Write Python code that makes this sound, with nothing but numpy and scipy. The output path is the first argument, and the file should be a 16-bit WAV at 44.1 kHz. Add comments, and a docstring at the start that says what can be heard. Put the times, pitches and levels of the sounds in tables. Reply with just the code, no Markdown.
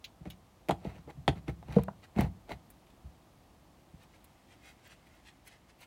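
"""A small horse boards a van

A small horse climbs from the snow through the side door. Its hooves excite the modes of sill and
panels as knocks, and its weight drives the carpeted floor into thuds and a low boom, which the cabin
briefly reverberates. Hooves scuff over packed snow by sliding friction, and bits of ice tick.
Then the horse stands inside, and only soft shuffling is left over a quiet winter yard."""
import sys
import numpy as np
from scipy import signal
from scipy.fft import rfft, irfft, next_fast_len
from scipy.io import wavfile
from scipy.ndimage import map_coordinates

SR = 44100
rng = np.random.default_rng(int(sys.argv[2]) if len(sys.argv) > 2 else 0)


def to_wav(s):
    """Save 16-bit WAV."""
    ch = np.atleast_2d(s).T  # columns
    pcm = np.round(np.clip(ch, -1, 1) * 32767)  # PCM
    wavfile.write(sys.argv[1], SR, pcm.astype(np.int16))


N = 258426
T = np.arange(SR // 2) / SR  # seconds since an impact


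def amp(db):
    """Decibels to amplitude ratio."""
    return 10 ** (np.asarray(db) / 20)


def unit(x):
    """Normalisation to rms 1."""
    return x / np.sqrt(np.mean(x ** 2) + 1e-20)


def burst(x):
    """Normalisation of a transient to the energy of 20 ms at rms 1."""
    return x * np.sqrt(.02 * SR / (np.sum(x ** 2) + 1e-20))


def along(points, hz):
    """Interpolation of (frequency, value) points on a logarithmic frequency axis."""
    freqs, values = np.transpose(points)
    return np.interp(np.log(hz + 1), np.log(freqs + 1), values)


def filtered(x, gain):
    """Zero-phase filtering: the spectrum is multiplied by gain(hz)."""
    size = next_fast_len(len(x) + 8192)
    return irfft(rfft(x, size) * gain(np.fft.rfftfreq(size, 1 / SR)), size)[:len(x)]


def noise(spectrum, size, spiky_db=0):
    """Coloured noise of rms 1; random amplitude modulation in half-millisecond grains makes it gritty."""
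    grains = np.repeat(rng.standard_normal(size // 22 + 1), 22)[:size]
    white = rng.standard_normal(size) * amp(spiky_db * grains)
    return unit(filtered(white, lambda hz: amp(along(spectrum, hz))))


def fade(t60, attack_s):
    """Envelope of a damped vibration: a quick rise, then exponential decay by 60 dB in t60 seconds."""
    return (1 - np.exp(-T / attack_s)) * np.exp(-np.log(1000) * T / t60)


def swell(peak_s, rise_s, fall_s):
    """Gaussian envelope with its own width on each side of the peak."""
    t = np.arange(N) / SR - peak_s
    width_s = np.where(t < 0, rise_s, fall_s)
    return np.exp(-.5 * np.minimum((t / width_s) ** 2, 50))


def add(track, start_s, x):
    """Superposition of x on the track from start_s."""
    part = track[max(round(start_s * SR), 0):][:len(x)]
    part += x[:len(part)]


def reflections(x, spread_s=.006, strength=0.86, count=6):
    """Comb filtering: echoes from nearby surfaces interfere, giving each spot its own hollow colour."""
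    out = x.copy()
    for delay_s, gain in rng.uniform([.0005, -1], [spread_s, 1], (count, 2)):
        add(out, delay_s, strength * gain * x)
    return out * np.linalg.norm(x) / np.linalg.norm(out)


# spectrum of the outdoor air: frequency_hz, density_db
YARD_SPECTRUM = [(15, -30), (25, -10), (44, 0.5), (64, 0), (102, -4.5), (354, -10), (394, -16.5),
                 (754, -12), (863, -15.5), (1230, -19), (1400, -24), (2480, -27), (3160, -27.5),
                 (5280, -31.5), (16000, -38.5)]
# its slow drift in level: time_s, level_db
YARD_LEVEL = [(0, -61), (2.7, -60), (4.2, -60.5), (5.86, -63)]


def yard():
    """Ambient noise: faint, nearly steady outdoor air with its greatest density in the bass."""
    level_db = np.interp(np.arange(N) / SR, *np.transpose(YARD_LEVEL))
    return amp(level_db) * noise(YARD_SPECTRUM, N)


# spectra of a tick's hollow body and its bright edge: frequency_hz, density_db
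CLACK_SPECTRUM = [(900, -38), (1600, -9), (2300, 4), (3700, 5), (5000, -6), (7000, -6), (8500, -45),
                  (16000, -15)]
SPARKLE_SPECTRUM = [(1500, 13), (5000, -6), (9000, 13.5), (12500, 15), (16000, 11)]
# impacts of bits of ice: start_s, clack_db, sparkle_db, clack_t60_s
ICE_TICKS = [ (0.042, -46.5, -64, 0.038), (0.049, -52.5, -67, 0.094), (0.301, -53, -57.5, 0.095),
             (0.687, -60, -55.5, 0.044), (0.708, -65, -58, .026), (1.835, -62, -56, 0.014),
             (2.21, -63, -48, 0.0074), (2.702, -87, -58.5, 0.091), (2.865, -73, -83, .05),
             (2.902, -73.5, -82, .045), (4.242, -71, -62.5, .09), ]


def ice_ticks():
    """Impact of small hard bodies: a short clack, and a bright edge that decays twice as fast."""
    out = np.zeros(N)
    for start_s, clack_db, sparkle_db, t60 in ICE_TICKS:
        clack = noise(CLACK_SPECTRUM, len(T), spiky_db=4.5) * fade(t60, attack_s=0.00039)
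        clack = reflections(clack, spread_s=0.0051, strength=0.44)
        sparkle = noise(SPARKLE_SPECTRUM, len(T)) * fade(.5 * t60, attack_s=0.0006)
        add(out, start_s, amp(clack_db) * burst(clack) + amp(sparkle_db) * burst(sparkle))
    return out


def thud(hz, rise_at_180hz_s=0.0058):
    """Heavily damped oscillation: weight bounces on the floor for a few cycles that swell and die."""
    rise_s = rise_at_180hz_s * (180 / hz) ** .5
    age = T / rise_s
    return burst(age ** 2 * np.exp(-2 * age) * np.sin(2 * np.pi * hz * T))


# low modes of the floor pan: pitch_hz, level_db, t60_s
FLOOR_MODES = [(67.7, -0.5, 0.29), (80.7, 4, 0.15), (104.2, -14, 0.82), (141.6, 4, 0.13), (170.8, -4, 0.24),
               (191.2, -4, 0.18), (251, -22.5, 0.34)]


def floor_boom():
    """Free vibration of a plate: the floor pan takes up the load slowly and rings on in its low modes."""
    out = np.zeros(len(T))
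    for hz, db, t60 in FLOOR_MODES:
        gain = amp(db + 0.95 * rng.standard_normal())
        out += gain * np.sin(2 * np.pi * hz * T) * fade(t60, attack_s=0.0077)
    return burst(out)


def tread(db, hz):
    """Transient loading: weight lands with a thud, the softer the slower, booms and rebounds."""
    rise_at_180hz_s = 0.0061 * 2 ** ((-24 - db) / 32)  # doubles for every 32 dB softer
    boom_db = -18 * max(np.log2(hz / 180), 0)  # thuds above 180 Hz stir the floor pan less
    overtone = amp(-13) * thud(1.765 * hz)
    out = thud(hz, rise_at_180hz_s) + overtone + amp(boom_db) * floor_boom()
    rebound = amp(-8.5) * thud(0.88 * hz)
    add(out, 0.03157, rebound)
    return amp(db) * out


# a leg putting weight on the floor: start_s, level_db, pitch_hz
TREADS = [ (0.208, -49.5, 161), (0.266, -44.5, 174), (0.691, -34.5, 353), (0.714, -39, 153),
          (0.865, -38.5, 162), (1.174, -47, 137.5), (1.285, -29.5, 146), (1.357, -44, 107),
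          (1.483, -35, 127.5), (1.692, -38, 120), (1.783, -32.5, 141), (2.164, -32, 205),
          (2.187, -25, 196.6), (2.230, -29, 120), (2.281, -45, 103), (2.528, -46, 104), (3.044, -48.5, 75),
          (3.935, -52, 161.5), ]


def treads(shift_count=16, shift_db=-53, shift_hz=142.6):
    """Repeated excitation: firm steps, and small shifts of weight between them, keep the floor moving."""
    out = np.zeros(N)
    for start_s, db, hz in TREADS:
        add(out, start_s, tread(db, hz))
    times_s, gap_s = np.linspace(0.87, 1.9, shift_count, retstep=True)
    for time_s in times_s:
        late, size, pitch = rng.uniform(-1, 1, 3)
        shift = tread(shift_db + 2 * size, shift_hz * 2 ** (0.33 * pitch))
        add(out, time_s + .5 * gap_s * late, shift)
    return out


# modes of the hard plastic sill trim: pitch_hz, level_db, t60_s
SILL_MODES = [(1955, -8.5, 0.041), (2430, -9, 0.039), (2580, -4, 0.019), (2910, -8, 0.012),
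              (3020, -21, 0.006), (3170, -2, 0.01), (3320, 11, 0.01), (3530, -7, 0.015), (4280, -4, 0.035)]


def sill(contact, ring_db):
    """Resonance: a contact is heard directly and convolved with the trim's short impulse response."""
    ring = sum(amp(db) * np.cos(2 * np.pi * hz * T) * np.exp(-np.log(1000) * T / t60)
               for hz, db, t60 in SILL_MODES)
    ringing = signal.fftconvolve(contact, ring / np.linalg.norm(ring))[:len(contact)]
    return contact + amp(ring_db) * ringing


# spectrum of hoof horn meeting the sill: frequency_hz, density_db
CRACK_SPECTRUM = [(500, -5.5), (1100, -1.5), (1600, -4), (2100, -3.5), (2600, -7.5), (3400, -13),
                  (3800, -11.5), (4400, -17), (5200, -19.5), (9000, -23.5), (16000, -42.5)]


def crack(db, hard_blow_db=-30):
    """Brief contact is broadband: horn snaps on the sill and chatters; soft blows barely ring the trim."""
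    snap = fade(t60=0.0043, attack_s=0.00056)
    chatter = amp(-13) * fade(t60=0.049, attack_s=0.0046)
    contact = noise(CRACK_SPECTRUM, len(T)) * (snap + chatter)
    return amp(db) * burst(sill(contact, ring_db=-3 + min(db - hard_blow_db, 0)))


# modes of the sill and floor panels: pitch_hz, weight_db
PANEL_MODES = [(270, 14), (302, 13.5), (335, 10.5), (378, 0.5), (445, 4), (505, -3.5), (590, -1),
               (680, -1.5), (728, -6.5), (802, -2), (883, -3.5), (990, -3), (1090, -38), (1258, -3),
               (1421, -5), (1556, -17)]


def knock(centre_hz, width_octaves=0.65):
    """Selective excitation: each spot and hardness of contact favours its own band of panel modes."""
    def favour(hz):
        return 1 / (1 + (np.log2((hz + 1) / centre_hz) / width_octaves) ** 2) ** 1.8

    hz, db = np.transpose(PANEL_MODES)
    gains = amp(db + 2 * rng.standard_normal(len(hz))) * favour(hz)
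    phases = rng.uniform(0, 2 * np.pi, (len(hz), 1))
    modes = gains @ np.sin(2 * np.pi * hz[:, None] * T + phases)
    trim = filtered(rng.standard_normal(len(T)), favour)  # loose trim adds countless small modes
    t60 = 0.097 / (1 + (centre_hz / 720) ** 8.6)  # damping climbs steeply above 720 Hz
    return burst((unit(modes) + amp(-11) * unit(trim)) * fade(t60, attack_s=0.4 / centre_hz))


# hooves striking the sill and floor: start_s, knock_db, centre_hz, crack_db
HOOF_STRIKES = [ (0.255, -48, 630, -58.5), (0.267, -50, 483, -75), (0.686, -38, 420, -46.5),
                (0.693, -27, 680, -41), (0.709, -33.5, 746, -39), (0.851, -40, 560, -68),
                (1.075, -49.5, 560, -72), (1.279, -26, 760, -30), (1.286, -32, 424, -62),
                (1.481, -38.5, 412, -50.5), (1.627, -56, 730, -64.5), (1.683, -52, 590, -62.5),
                (1.765, -31.5, 594, -68), (1.785, -35.5, 700, -57.5), (1.883, -38, 835, -86),
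                (2.163, -44, 477, -58), (2.186, -32.5, 683, -45), (2.208, -42, 680, -42),
                (2.493, -51, 654, -55.5), (2.512, -47, 810, -56), ]


def hoof_strikes():
    """Impulsive excitation: horn cracks on the sill and knocks the panels, over a small thud."""
    out = np.zeros(N)
    tap = amp(-6.5) * thud(hz=194.3)
    for start_s, knock_db, centre_hz, crack_db in HOOF_STRIKES:
        add(out, start_s, crack(crack_db) + amp(knock_db) * (knock(centre_hz) + tap))
    return out


# spectra of crushed grains, rubbed floor and squeaking snow: frequency_hz, density_db
GRIT_SPECTRUM = [(400, -43), (1200, 4.5), (2100, 3), (3400, -0.5), (5000, -9), (8000, -15.5), (16000, -27)]
RUB_SPECTRUM = [(80, -1.5), (200, 0.5), (500, -1), (800, 2), (1100, -9.5), (1700, -18), (4000, -35.5)]
SQUEAK_SPECTRUM = [(1200, -63), (1750, -0.5), (1950, 2.5), (2180, 7.5), (2450, -31), (3500, -66)]
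# hoof slides over packed snow and carpet: peak_s, rise_s, grit_db, rub_db
SCUFFS = [ (0.27, 0.013, -64, -61.5), (0.883, 0.04, -60, -52.5), (0.972, 0.021, -64.5, -59.5),
          (1.1, .011, -62.5, -49), (1.374, 0.015, -61.5, -58), (1.492, 0.011, -53.5, -43),
          (1.754, 0.043, -54, -49), (2.041, 0.0098, -53.5, -63), (2.203, 0.022, -46.5, -36.5),
          (2.255, 0.017, -63.5, -46.5), (2.515, 0.017, -52, -42.5), ]


def scuffs():
    """Sliding friction: a hoof crushes snow and rubs the floor; the squeak grows with the rubbing."""
    strokes = np.array([swell(peak_s, rise_s, 0.9 * rise_s) for peak_s, rise_s, *_ in SCUFFS])
    grit_envelope, rub_envelope = amp(np.array(SCUFFS)[:, 2:]).T @ strokes
    crunch = reflections(grit_envelope * noise(GRIT_SPECTRUM, N, spiky_db=7.5))
    rub = noise(RUB_SPECTRUM, N, spiky_db=3.5)
    squeak = amp(-12) * noise(SQUEAK_SPECTRUM, N, spiky_db=-8.0)
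    return crunch + rub_envelope * (rub + squeak)


# modes of the hollow door step: pitch_hz, relative_db, rise_at_180hz_s
STEP_MODES = [(190, -1.5, 0.0061), (466, -5, 0.012), (667, -20.5, 0.0036)]


def step_thump(start_s=1.764, level_db=-17.5):
    """Damped resonance: the hollow step answers a hind hoof's stamp with a few short, pitched modes."""
    out = np.zeros(N)
    for hz, relative_db, rise_at_180hz_s in STEP_MODES:
        add(out, start_s, amp(level_db + relative_db) * thud(hz, rise_at_180hz_s))
    return out


# spectrum of soft friction: frequency_hz, density_db
RUSTLE_SPECTRUM = [(400, -1.5), (850, 5), (1150, -1.5), (1500, 4.5), (2000, 5), (2600, 5), (3300, 2),
                   (5000, -3), (9000, -8.5), (16000, -29)]
# small movements of the standing horse: peak_s, rise_s, rustle_db, fizz_db
SHUFFLES = [ (4.026, 0.017, -65.5, -86), (4.15, 0.013, -65.5, -83), (4.524, 0.02, -65, -80),
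            (4.68, 0.029, -58, -65), (4.861, .015, -61, -69), (4.919, .022, -60, -74),
            (5.073, 0.0046, -68, -71), (5.15, 0.041, -72.5, -80), (5.281, 0.019, -57.5, -76),
            (5.477, 0.013, -58.5, -59), (5.53, 0.029, -63, -91), (5.7, 0.011, -64.5, -84),
            (5.825, 0.017, -56.5, -58.5), ]


def shuffles():
    """Light friction: short strokes, each coloured by its own reflections, over a long, faint rustle."""
    rustle = noise(RUSTLE_SPECTRUM, N, spiky_db=2) + amp(-7.5) * noise(SQUEAK_SPECTRUM, N, spiky_db=5.5)
    fizz = noise(SPARKLE_SPECTRUM, N, spiky_db=12)
    out = amp(-72.5) * swell(peak_s=4.87, rise_s=0.69, fall_s=0.84) * rustle
    for peak_s, rise_s, rustle_db, fizz_db in SHUFFLES:
        friction = amp(rustle_db) * rustle + amp(fizz_db) * fizz
        out += reflections(swell(peak_s, rise_s, 0.85 * rise_s) * friction, strength=0.97)
    return out


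# reverberation time of the cabin: frequency_hz, t60_s
CABIN_DECAY = [(100, 0.41), (500, 0.19), (2500, 0.13), (6000, 0.17), (15000, 0.26)]


def cabin(x):
    """Reverberation: absorption by the upholstery keeps the tail short, and the bass lasts longest."""
    hz, t, spectra = signal.stft(rng.standard_normal(len(T)), SR, nperseg=256)
    decay = np.exp(-np.log(1000) * t / along(CABIN_DECAY, hz)[:, None])
    _, tail = signal.istft(spectra * decay, SR, nperseg=256)
    response = np.pad(tail / np.linalg.norm(tail), (SR // 200, 0))  # arrives 5 ms late
    return signal.fftconvolve(x, response)[:N]


def scene():
    """Direct and reverberant sound add; the step lies in the open and couples less to the cabin."""
    horse = hoof_strikes() + treads() + scuffs()
    step = step_thump()
    reverberation = amp(-13.0) * cabin(horse + amp(-3.5) * step)
    return (horse + step + reverberation + ice_ticks() + shuffles() + yard())[None]


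def record(dry, bass_hz=50, top_hz=16100):
    """Band limiting: a small microphone loses the deep bass, and nothing passes above top_hz."""
    highpass = signal.butter(2, bass_hz, "highpass", fs=SR, output="sos")
    thin = signal.sosfilt(highpass, dry[0])
    return filtered(thin, lambda hz: hz < top_hz)[None]


dry = scene()
out = record(dry)
to_wav(out)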